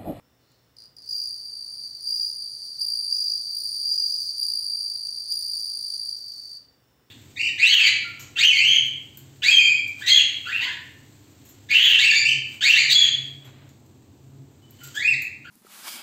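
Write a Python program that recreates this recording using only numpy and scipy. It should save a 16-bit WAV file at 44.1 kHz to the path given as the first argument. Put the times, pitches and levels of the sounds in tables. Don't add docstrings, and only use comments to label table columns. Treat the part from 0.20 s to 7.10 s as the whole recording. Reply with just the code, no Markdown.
import sys
import numpy as np
from scipy import signal
from scipy.fft import rfft, irfft, next_fast_len
from scipy.io import wavfile

SR = 44100
rng = np.random.default_rng(int(sys.argv[2]) if len(sys.argv) > 2 else 0)


def digitize_waveform(pressure):
    field = np.atleast_2d(pressure).T
    bounded = np.clip(field, -1, 1)
    quanta = np.round(bounded * 32767).astype(np.int16)
    wavfile.write(sys.argv[1], SR, quanta)


N = 304290
TIME = np.arange(N) / SR
# (frequency [Hz], relative level [dB])
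TRILL_RASP = [(2900, -22), (3400, -16.5), (3900, -37), (4150, 8), (4350, -6), (4800, 7), (5250, -0.5),
              (5950, 1), (6500, -8.5), (8300, -10.5), (9800, -5), (10500, -17), (11500, -9.5), (13300, -14),
              (15800, -6.5)]


def from_db(db):
    return 10 ** (np.asarray(db) / 20)


def rms_one(x):
    return x / np.sqrt(np.mean(x ** 2) + 1e-20)


def coloured(x, spectrum):
    hz, db = np.transpose(spectrum)
    size = next_fast_len(N + 4096)
    bin_hz = np.maximum(np.arange(size // 2 + 1) * SR / size, 1)
    gain = from_db(np.interp(np.log(bin_hz), np.log(hz), db, left=-120, right=-120))
    return irfft(rfft(x, size) * rms_one(gain), size)[:N]


def noise(spectrum):
    return rms_one(coloured(rng.standard_normal(N), spectrum))


def phrase(start, end, db, sag_db_per_s, attack_s, hold_s, release_s):
    age = np.maximum(TIME - start, 0)
    rise = 1 - np.exp(-age / attack_s)
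    fall = np.exp(-np.maximum(TIME - end, 0) / release_s)
    return rise * fall * from_db(db - sag_db_per_s * np.maximum(age - hold_s, 0))


def latest_phrase(phrases):
    rows = np.array(phrases)
    return rows[np.maximum(np.searchsorted(rows[:, 0], TIME) - 1, 0)].T


def room_background(rumble_db=-66, hiss_db=-71):
    # (frequency [Hz], relative level [dB])
    rumble = [(15, -52), (25, -14.5), (55, -5), (92, -6.5), (124, 0), (193, -7.5), (277, -6), (397, -10.5),
              (485, -7), (592, -12.5), (2010, -18.5), (2410, -24), (3000, -32), (3900, -50), (6600, -120)]
    hiss = [(1760, -20.5), (3000, -1.5), (3260, -10), (3590, -0.5), (3800, -8), (4880, -9), (5420, 2),
            (5970, -11), (7350, -9.5), (9320, -15), (10600, -14.5), (11300, -15.5), (13000, -17.5),
            (14900, -3), (15800, -5.5)]
    # (frequency [Hz], level [dB])
    hum_tones = [(71, -77.5), (120, -76), (273, -84.5)]
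    hum = sum(from_db(db) * np.sqrt(2) * np.sin(2 * np.pi * (hz * TIME + rng.random()))
              for hz, db in hum_tones)
    return from_db(rumble_db) * noise(rumble) + from_db(hiss_db) * noise(hiss) + hum


def rustle():
    gain = phrase(start=0.18, end=0.34, db=-68.5, sag_db_per_s=-2, attack_s=.08, hold_s=0, release_s=0.11)
    return gain * noise([(3400, -18), (4300, 5), (4900, -5), (8000, -21)])


def ticks(fade_s=0.027, level_db=-10):
    # (time [s], relative level [dB])
    hits = [(0.3166, -50), (3.64, -40), (3.7938, -39), (4.2339, -29), (5.1233, -25.5), (5.2134, -35.5),
            (6.0617, -44.5)]
    # (frequency [Hz], relative level [dB])
    colour = [(3000, 10), (4500, 14.5), (5800, 11.5), (7300, 20), (9000, 1.5), (11400, 13), (13500, 6),
              (15800, -1.5)]
    bursts = sum(from_db(db - 60 * np.clip(TIME - s, 0, 1) / fade_s) * (TIME >= s) for s, db in hits)
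    return from_db(level_db) * coloured(bursts * rng.standard_normal(N), colour)


def single_strokes(pitch_hz=4810, flicks_per_s=56.3, flick_db=-37.5, uneven_db=2.9, hard_db=-9):
    # (start [s], end [s])
    flick_runs = [(0.566, 0.674), (0.7657, 0.838)]
    # (time [s], relative level [dB])
    hard_strokes = [(2.6136, -10.5), (2.9218, -5), (2.9867, -21), (3.7124, -6.5), (4.2263, -5.5),
                    (5.1123, -7.5)]
    # (frequency [Hz], relative level [dB])
    rasp = [(3800, -36), (4150, 8), (4900, 2.5), (5500, 2.5), (6600, -9), (8500, -9.5), (9800, -14.5),
            (13000, -15.5), (14300, -16), (15500, -1)]
    scrape = noise(rasp)

    def stroke(start, db, length_s, edge_db):
        phase = 2 * np.pi * pitch_hz * (1 + 0.0086 * rng.standard_normal()) * (TIME - start)
        pressure = np.sin(np.pi * np.clip((TIME - start) / length_s, 0, 1))
        edge = from_db(-14) * np.sin(2 * phase) + from_db(-13) * scrape
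        return from_db(db) * pressure * (np.sin(phase) + from_db(edge_db) * edge)

    flicks = [(start + k / flicks_per_s, flick_db + uneven_db * rng.standard_normal())
              for start, end in flick_runs for k in range(round((end - start) * flicks_per_s))]
    soft = sum(stroke(start, db, length_s=0.0047, edge_db=0) for start, db in flicks)
    hard = sum(stroke(start, db + hard_db, length_s=0.0097, edge_db=-18) for start, db in hard_strokes)
    return soft + hard


def wing_song(gain, strokes_per_s, start, pitch_hz, glide, closing_share, harmonics_db,
              rasp, rasp_db, opening_db, uneven_db, grit_db, ease_db=0):
    wander = np.interp(TIME, np.linspace(0, TIME[-1], num=40), rng.standard_normal(40))
    cycles = np.cumsum(strokes_per_s + .5 * wander) / SR
    position = (cycles - np.interp(start, TIME, cycles)) % 1
    stroke_number = np.cumsum(np.diff(position, prepend=0) < 0)
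    force, detune, phase_offset = rng.standard_normal((1024, 3))[stroke_number].T
    closing = position < closing_share
    travel = np.where(closing, position / closing_share, (position - closing_share) / (1 - closing_share))
    pressure = np.tanh(2 * np.sin(np.pi * travel)) * np.where(closing, 1, from_db(opening_db))
    hz = pitch_hz * (1 + glide * (.5 - travel) + 0.0064 * detune)
    phase = 2 * np.pi * (np.cumsum(hz) / SR + phase_offset)
    tone = sum(from_db(db) * rms_one(pressure ** (.5 + .5 * k) * np.sin(k * phase))
               for k, db in enumerate(harmonics_db, 1))
    catch = np.minimum(rng.exponential(1, N), 3)[np.arange(N) // 28]
    teeth = rng.standard_normal(N) * from_db(grit_db * catch - ease_db * travel)
    scrape = rms_one(coloured(teeth * pressure, rasp))
    return gain * from_db(uneven_db * force) * (tone + from_db(rasp_db) * scrape)


def scratchy_cricket():
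    # (start [s], end [s], relative level [dB], sag [dB/s])
    spells = [(0.82, 2.62, -56.5, -2.5), (2.584, 3.366, -50, 0.5), (3.371, 5.113, -48, 2.5),
              (5.13, 6.366, -48.5, 7)]
    gain = sum(phrase(*spell, attack_s=0.026, hold_s=0.31, release_s=.018) for spell in spells)
    return wing_song(gain, strokes_per_s=52.7, start=spells[0][0], pitch_hz=4645, glide=0.042,
                     closing_share=.5, harmonics_db=[15.3, -4.5, -19], rasp=TRILL_RASP, rasp_db=0.54,
                     opening_db=-7, uneven_db=1.3, grit_db=4.5)


def chirping_cricket():
    # (start [s], end [s], relative level [dB], sag [dB/s], wing strokes [1/s])
    chirps = [(0.8712, 1.016, -31, 0, 55.4), (1.851, 2.05, -29, 10, 57.4), (2.8875, 3.12, -28.5, 17, 53),
              (3.634, 4.04, -27, 23, 48.8)]
    # (frequency [Hz], relative level [dB])
    rasp = [(3000, -48), (4000, -35), (4400, -8.5), (4900, 2.5), (5250, -13), (5750, 8.5), (6600, -1.5),
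            (8300, -13), (9900, 2), (10700, -12), (11700, -9.5), (13300, -23), (14600, -3.5), (15300, 4),
            (15800, -3)]
    gain = sum(phrase(*chirp[:4], attack_s=0.018, hold_s=0.19, release_s=0.083) for chirp in chirps)
    effort = gain / gain.max()
    start, *_, strokes_per_s = latest_phrase(chirps)
    return wing_song(gain, strokes_per_s, start, pitch_hz=4810, glide=0.0075, closing_share=.5,
                     harmonics_db=[1.5, -22.5, -31], rasp=rasp, rasp_db=-14.5 - 5.3 * effort,
                     opening_db=-20, uneven_db=0.2, grit_db=3.5, ease_db=26)


def swelling_cricket(lift_hz=48, settle_s=.22, bright_db=7, mellow_s=0.4, slowing_per_s2=5.5):
    # (start [s], end [s], relative level [dB], sag [dB/s], rise time [s])
    swells = [(0.894, 1.1, -51.5, -12, 0.01), (1.139, 1.64, -55, -2.5, 0.086),
              (1.785, 2.55, -46, 16.5, 0.057), (2.592, 3.303, -44, 14.5, 0.0038),
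              (3.33, 4.15, -44, 10.5, 0.0086), (4.176, 5.07, -43, 11.5, 0.0078),
              (5.082, 5.92, -43, 8.5, 0.016)]
    start = latest_phrase(swells)[0]
    age = np.abs(TIME - start)
    strokes_per_s = 57 - slowing_per_s2 * age
    pitch_hz = 4732 + lift_hz * np.exp(-age / settle_s)
    gain = sum(phrase(*swell, hold_s=0.11, release_s=0.046) for swell in swells)
    third_db = -19.0 + bright_db * np.exp(-age / mellow_s) + 7 * gain / gain.max()
    return wing_song(gain, strokes_per_s, start, pitch_hz, glide=0.016, closing_share=.53,
                     harmonics_db=[14.3, 2.3, third_db], rasp=TRILL_RASP, rasp_db=-9,
                     opening_db=-11.5, uneven_db=-0.12, grit_db=3.5)


def reflections(x, scatter_db=-8, scatter_fade_s=0.088, room_db=-3.5, room_fade_s=0.39):
    # (delay [s], relative level [dB])
    walls = [(.0045, -6.5), (.0098, -11)]
    t = TIME[:SR // 2]
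    scatter, tail = rng.standard_normal((2, len(t))) * (t > .002)
    response = from_db(scatter_db) * rms_one(scatter * from_db(-60 * t / scatter_fade_s))
    response += from_db(room_db) * rms_one(tail * from_db(-60 * t / room_fade_s))
    response /= np.sqrt(len(t))
    for delay, db in walls:
        response[round(delay * rng.uniform(.9, 1.1) * SR)] += from_db(db)
    return signal.oaconvolve(x, response)[:N]


def tank_and_room(x, echo_db, turns_per_s=0.6005, treble_db=-6.5):
    angle = 2 * np.pi * (turns_per_s * TIME + rng.random())
    echoes = reflections(x * np.cos(angle)) + reflections(x * np.sin(angle))
    dull = signal.sosfiltfilt(signal.butter(4, 7500, fs=SR, output="sos"), echoes)
    return x + from_db(echo_db) * (dull + from_db(treble_db) * (echoes - dull))


def scene(song_db=-2):
    song = (tank_and_room(swelling_cricket(), echo_db=0.5)
            + tank_and_room(chirping_cricket(), echo_db=-1.0)
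            + tank_and_room(scratchy_cricket(), echo_db=1.07)
            + tank_and_room(single_strokes() + ticks(), echo_db=-1.0))
    song = signal.sosfilt(signal.butter(6, 3400, "high", fs=SR, output="sos"), song)
    return (from_db(song_db) * song + rustle() + room_background())[None]


def record(dry, bass_cut_hz=47, treble_cut_hz=15750):
    thinned = signal.sosfilt(signal.butter(6, bass_cut_hz, "high", fs=SR, output="sos"), dry)
    return signal.sosfilt(signal.ellip(12, .1, 80, treble_cut_hz, fs=SR, output="sos"), thinned)


dry = scene()
out = record(dry)
digitize_waveform(out)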